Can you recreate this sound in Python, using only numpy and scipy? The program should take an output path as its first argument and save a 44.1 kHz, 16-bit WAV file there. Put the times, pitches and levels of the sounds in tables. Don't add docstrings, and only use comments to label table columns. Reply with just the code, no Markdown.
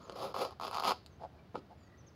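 import sys
import numpy as np
from scipy import signal
from scipy.fft import rfft, irfft, next_fast_len
from scipy.io import wavfile

SR = 44100
rng = np.random.default_rng(int(sys.argv[2]) if len(sys.argv) > 2 else 0)


def write(x):
    x = np.atleast_2d(x).T
    wavfile.write(sys.argv[1], SR, np.round(np.clip(x, -1, 1) * 32767).astype(np.int16))


N = 94815

# time in seconds, relative crack and plate levels in dB.
FIBRE_SNAPS = [(0.3421, -38, -35), (0.3626, -35, -33), (0.4494, -32, -35), (0.5072, -42, -47),
               (0.5975, -38, -38), (0.611, -38, -37), (0.6215, -37, -39), (0.6334, -37, -37),
               (0.6489, -33, -37), (0.6679, -35, -41), (0.6784, -34, -40), (0.7108, -33, -39),
               (0.7292, -37, -38), (0.7442, -28, -36), (0.7514, -33, -37), (0.7624, -34, -36),
               (0.7696, -30, -34), (0.7824, -33, -33), (0.7971, -27, -33), (0.8034, -35, -35),
               (0.8225, -32, -34), (0.8355, -26, -34), (0.845, -26, -33), (0.8504, -26, -29),
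               (0.9064, -27, -28), (0.9174, -27, -30)]
# start, hardest moment and end in seconds, plate level, rise and fall
# of force, crack and bending levels in relative dB, bending pitch factor, hiss level in relative dB,
# nominal catches per second.
BLADE_STROKES = [(0, 0.08, .16, -54.5, 1.5, -0.5, -69, -54.5, 1.114, -86, 900),
                 (0.154, 0.239, 0.33, -40, 9, 15.5, -50, -39, 0.895, -59.5, 1790),
                 (0.341, 0.42, 0.5, -35, 11, 19.5, -44.5, -33, 0.99, -54, 936),
                 (0.5, 0.525, 0.54, -48, 18, 19, -61.5, -51.5, 0.76, -84, 780),
                 (0.61, 0.653, 0.707, -44, 3.5, 7, -51.5, -44, 0.98, -65, 700),
                 (0.712, 0.738, 0.84, -39, 9.5, 5, -50.5, -45.5, 1.16, -76, 700),
                 (0.825, 0.877, .922, -27.5, 18, 6.5, -37.5, -33.5, 1.024, -50, 600),
                 (1.545, 1.553, 1.594, -54.5, 14, 4.5, -64, -48, 0.54, -85, 1140)]
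# frequency in Hz, relative level in dB.
PLATE_SPECTRUM = [(200, -38.5), (500, -11.5), (680, -0.5), (780, 0.5), (1000, 0), (1270, 0.5),
                  (1450, -12.5), (1700, -20.5), (3000, -58.5)]
BENDING_SPECTRUM = [(20, -80), (60, -32), (120, -11.5), (200, -8.5), (300, -10.5), (390, -1.5), (580, 2.5),
                    (750, -5), (1100, -35), (2500, -69)]
CRACK_SPECTRUM = [(600, -18.5), (1700, -15.5), (2100, -4.5), (3300, -1.5), (3900, -2), (5000, 2),
                  (5800, -13), (6900, -12.5), (7800, -25.5), (8600, -31.5), (10200, -15.5), (14500, -44),
                  (16000, -42)]
HISS_SPECTRUM = [(5000, -40), (6800, -8), (8500, -13), (9800, 0), (11200, 0), (12200, -5), (14500, -7),
                 (16000, -19)]
CREAK_SPECTRUM = [(20, -72), (150, -30.5), (400, -13.5), (600, -3.5), (830, 0.5), (1000, -11.5),
                  (1300, -21.5), (2000, -32), (5000, -49.5), (15000, -67)]
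THUMP_SPECTRUM = [(20, -60), (50, -26), (120, -3), (220, -1), (420, 0), (900, -2), (1250, -4), (1600, -21),
                  (3000, -26), (7000, -48), (16000, -75)]
CLICK_SPECTRUM = [(600, -20), (1800, -7), (3200, -2), (4800, 0), (6000, -9), (7500, -9), (8700, -19),
                  (10200, -14), (13000, -21), (16000, -24), (22000, -45)]
SHEATH_MODES_HZ = [395, 477, 585, 595, 773, 792, 976, 1050, 1173, 1334]
# peak time, rise and fall in seconds, level in dB,
# nominal slips per second, scuff level in dB.
CREAK_SWELLS = [(1.205, .008, 0.014, -55, 300, -79), (1.243, 0.019, 0.011, -41.5, 200, -70.5),
                (1.37, 0.038, 0.028, -64.5, 340, -84), (1.712, 0.0072, 0.018, -55, 237, -77)]
# time in seconds, thump level in dB and pitch factor, the same for the click.
IMPACTS = [(0.0969, -18, 1.11, -31, 0.63), (0.0982, -21.5, 0.47, -49, 0.61), (0.1234, -27.5, 0.64, -37, .9),
           (0.129, -25.5, 0.53, -95, .7), (1.0625, -38.5, 1.94, -35.5, 0.92), (1.5444, -23.5, 0.88, -56, 1),
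           (1.5485, -17.5, 0.61, -57.5, 0.93), (1.5549, -14.5, 1.08, -34.5, 0.52),
           (1.5571, -11.5, 1.015, -49, 0.55), (1.576, -23, 0.42, -54, 0.49), (1.59, -31, 0.48, -49, 0.62)]
# frequency in Hz, reverberation time in seconds.
YARD_T60 = [(150, 0.34), (1000, 0.16), (4500, 0.33), (10000, 0.2)]
# start and length in seconds, top pitch and fall in Hz, level in dB.
BIRD_NOTES = [(.016, .014, 6500, 200, -65), (0.025, 0.035, 7120, 590, -62),
              (0.044, 0.055, 6420, 412, -66.5), (1.1, 0.041, 6500, 500, -71.5),
              (1.132, 0.017, 6140, 98.6, -65.5), (1.156, 0.015, 6530, 398, -72),
              (1.382, 0.027, 2360, 100, -64.5), (1.525, 0.022, 6400, 696, -78),
              (1.766, 0.11, 7160, 594, -76), (1.83, 0.083, 6530, 101, -75.5), (1.78, .12, 4750, 252, -73.5),
              (1.972, 0.049, 6260, 910, -63), (2.062, .036, 6490, 1840, -61)]
# peak time and time spread in seconds, pitch and width in Hz, level in dB.
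FAR_WHISTLE = (1.93, .07, 1930, 50, -71)
# frequency in Hz, relative level in dB.
AIR_SPECTRUM = [(15, -36), (25, -34.5), (61, -3.5), (99, 3), (249, -6), (394, -7.5), (489, -12.5),
                (641, -11), (887, -18), (1330, -18), (2110, -25.5), (4740, -31), (8140, -46.5),
                (14000, -46), (16000, -43)]


def blade(snap_lag_s=.0013, hiss_growth=1.5):
    t = np.arange(N) / SR
    times, crack_db, plate_db = np.transpose(FIBRE_SNAPS)
    times = times + snap_lag_s
    crack = impulses(times, amp(crack_db + 8))
    hiss = impulses(times, amp(crack_db - 4))
    plate = impulses(times, amp(plate_db + 25))
    bending = coloured(impulses(times, amp(plate_db + 14)), BENDING_SPECTRUM)
    for (start, hardest, end, plate_db, rise_db, fall_db,
         crack_db, bending_db, pitch, hiss_db, rate) in BLADE_STROKES:
        force_db = np.interp(t, [start, hardest, end], [-rise_db, 0, -fall_db])
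        catches = slips(rate, scatter=.3, spread_db=2.5) * rng.choice([-1, 1], N)
        catches *= (t > start) & (t < end)
        crack += amp(crack_db + force_db) * catches
        plate += amp(plate_db + force_db) * catches
        hiss += amp(hiss_db + hiss_growth * force_db) * catches
        bending += coloured(amp(bending_db + force_db) * catches, BENDING_SPECTRUM, pitch)
    body = sheath_resonance(coloured(plate, PLATE_SPECTRUM) + bending)
    crackle = coloured(splintered(crack), CRACK_SPECTRUM) + coloured(splintered(hiss), HISS_SPECTRUM)
    return amp(-4) * (body + crackle)


def sheath_resonance(x, width_hz=30, mode_db=-7):
    def response(f):
        damping = 1j * f * width_hz
        return 1 + amp(mode_db) * sum(damping / (hz ** 2 - f ** 2 + damping) for hz in SHEATH_MODES_HZ)
    return filtered(x, response)


def splintered(pushes, t60_s=.0053, share=.26):
    t = np.arange(SR // 20) / SR
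    power = signal.fftconvolve(pushes ** 2, amp(-60 * t / t60_s) ** 2)[:N]
    return pushes + share * np.sqrt(np.abs(power)) * rng.standard_normal(N)


def creaks():
    t = np.arange(N) / SR
    pushes, scuff = np.zeros(N), np.zeros(N)
    for peak, rise, fall, db, rate, scuff_db in CREAK_SWELLS:
        swell = np.exp(-.5 * ((t - peak) / np.where(t < peak, rise, fall)) ** 2)
        pushes += amp(db) * swell * slips(rate, scatter=.38, spread_db=1)
        scuff += amp(scuff_db) * swell
    return coloured(pushes, CREAK_SPECTRUM) + coloured(scuff * rng.standard_normal(N), CRACK_SPECTRUM)


def knocks():
    out = np.zeros(N)
    for time, thump_db, thump_pitch, click_db, click_pitch in IMPACTS:
        push = impulses(np.array([time]), np.ones(1))
        out += amp(thump_db) * coloured(push, THUMP_SPECTRUM, thump_pitch)
        out += amp(click_db) * coloured(splintered(push), CLICK_SPECTRUM, click_pitch)
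    return out


def yard_echo(x, near_db=-7.5, near_t60_s=.044, tail_db=-14.5, delay_s=.003):
    hz, frame_times, noise = signal.stft(rng.standard_normal(SR // 2), SR, nperseg=256)
    decay = amp(-60 * frame_times / along(YARD_T60, hz)[:, None])
    tail = signal.istft(noise * decay, SR, nperseg=256)[1]
    t = np.arange(len(tail)) / SR
    near = rng.standard_normal(len(t)) * amp(-60 * t / near_t60_s)
    echo = amp(tail_db) * tail / np.linalg.norm(tail) + amp(near_db) * near / np.linalg.norm(near)
    return signal.fftconvolve(x, np.pad(echo, (int(delay_s * SR), 0)))[:N]


def birds(crest=.22, rise_over_fall=.9):
    t = np.arange(N) / SR
    peak, spread, hz, width_hz, db = FAR_WHISTLE
    out = amp(db) * np.exp(-.5 * ((t - peak) / spread) ** 2) * noise_band(hz, width_hz)
    for start, length, top_hz, fall_hz, db in BIRD_NOTES:
        progress = np.clip((t - start) / length, 0, 1)
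        sag_before = rise_over_fall * (1 - progress / crest) ** 2
        sag_after = np.abs((progress - crest) / (1 - crest)) ** 1.68
        pitch_hz = top_hz - fall_hz * np.where(progress < crest, sag_before, sag_after)
        out += amp(db) * np.sin(np.pi * progress) * np.sin(2 * np.pi * np.cumsum(pitch_hz) / SR)
    return out


def foliage(x, flutter_hz=90, flutter_share=.25, tail_db=-9, t60_s=.35):
    t = np.arange(SR // 2) / SR
    tail = rng.standard_normal(len(t)) * amp(-60 * t / t60_s)
    x = x * (1 - flutter_share + flutter_share * noise_band(hz=0, width_hz=flutter_hz))
    return x + amp(tail_db) * signal.fftconvolve(x, tail / np.linalg.norm(tail))[:N]


def background(air_db=-59.5, drone_db=-67.5):
    air = unit(coloured(rng.standard_normal(N), AIR_SPECTRUM))
    return amp(air_db) * air + amp(drone_db) * noise_band(hz=76, width_hz=7.4)


def amp(db):
    return 10 ** (np.asarray(db) / 20)


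def unit(x):
    return x / np.sqrt(np.mean(x ** 2) + 1e-20)


def along(points, hz):
    f, values = np.transpose(points)
    return np.interp(np.log(hz + 1), np.log(f + 1), values)


def filtered(x, response):
    size = 2 * next_fast_len(N)
    return irfft(rfft(x, size) * response(np.fft.rfftfreq(size, 1 / SR)), size)[:N]


def coloured(x, spectrum, pitch=1, size=8192):
    gain = unit(amp(along(np.array(spectrum) * [pitch, 1], np.fft.rfftfreq(size, 1 / SR))))
    cepstrum = irfft(np.log(gain))
    cepstrum[1:size // 2] *= 2
    cepstrum[size // 2 + 1:] = 0
    return signal.oaconvolve(x, irfft(np.exp(rfft(cepstrum))))[:N]


def noise_band(hz, width_hz):
    return unit(filtered(rng.standard_normal(N), lambda f: np.exp(-.5 * ((f - hz) / width_hz) ** 2)))


def impulses(times, sizes):
    return np.bincount(np.clip(np.round(times * SR), 0, N).astype(int), sizes, N + 1)[:N]


def slips(rate, scatter, spread_db):
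    gap_draws, size_draws = rng.standard_normal((8000, 2)).T
    times = np.cumsum(np.exp(scatter * gap_draws)) / rate
    return unit(impulses(times, amp(spread_db * np.clip(size_draws, -2, 2))))


def scene():
    sheath = blade() + creaks() + knocks()
    return (sheath + yard_echo(sheath) + foliage(birds()) + background())[None]


def record(dry):
    return np.array([filtered(x, lambda hz: hz < 15800) for x in dry])


dry = scene()
out = record(dry)
write(out)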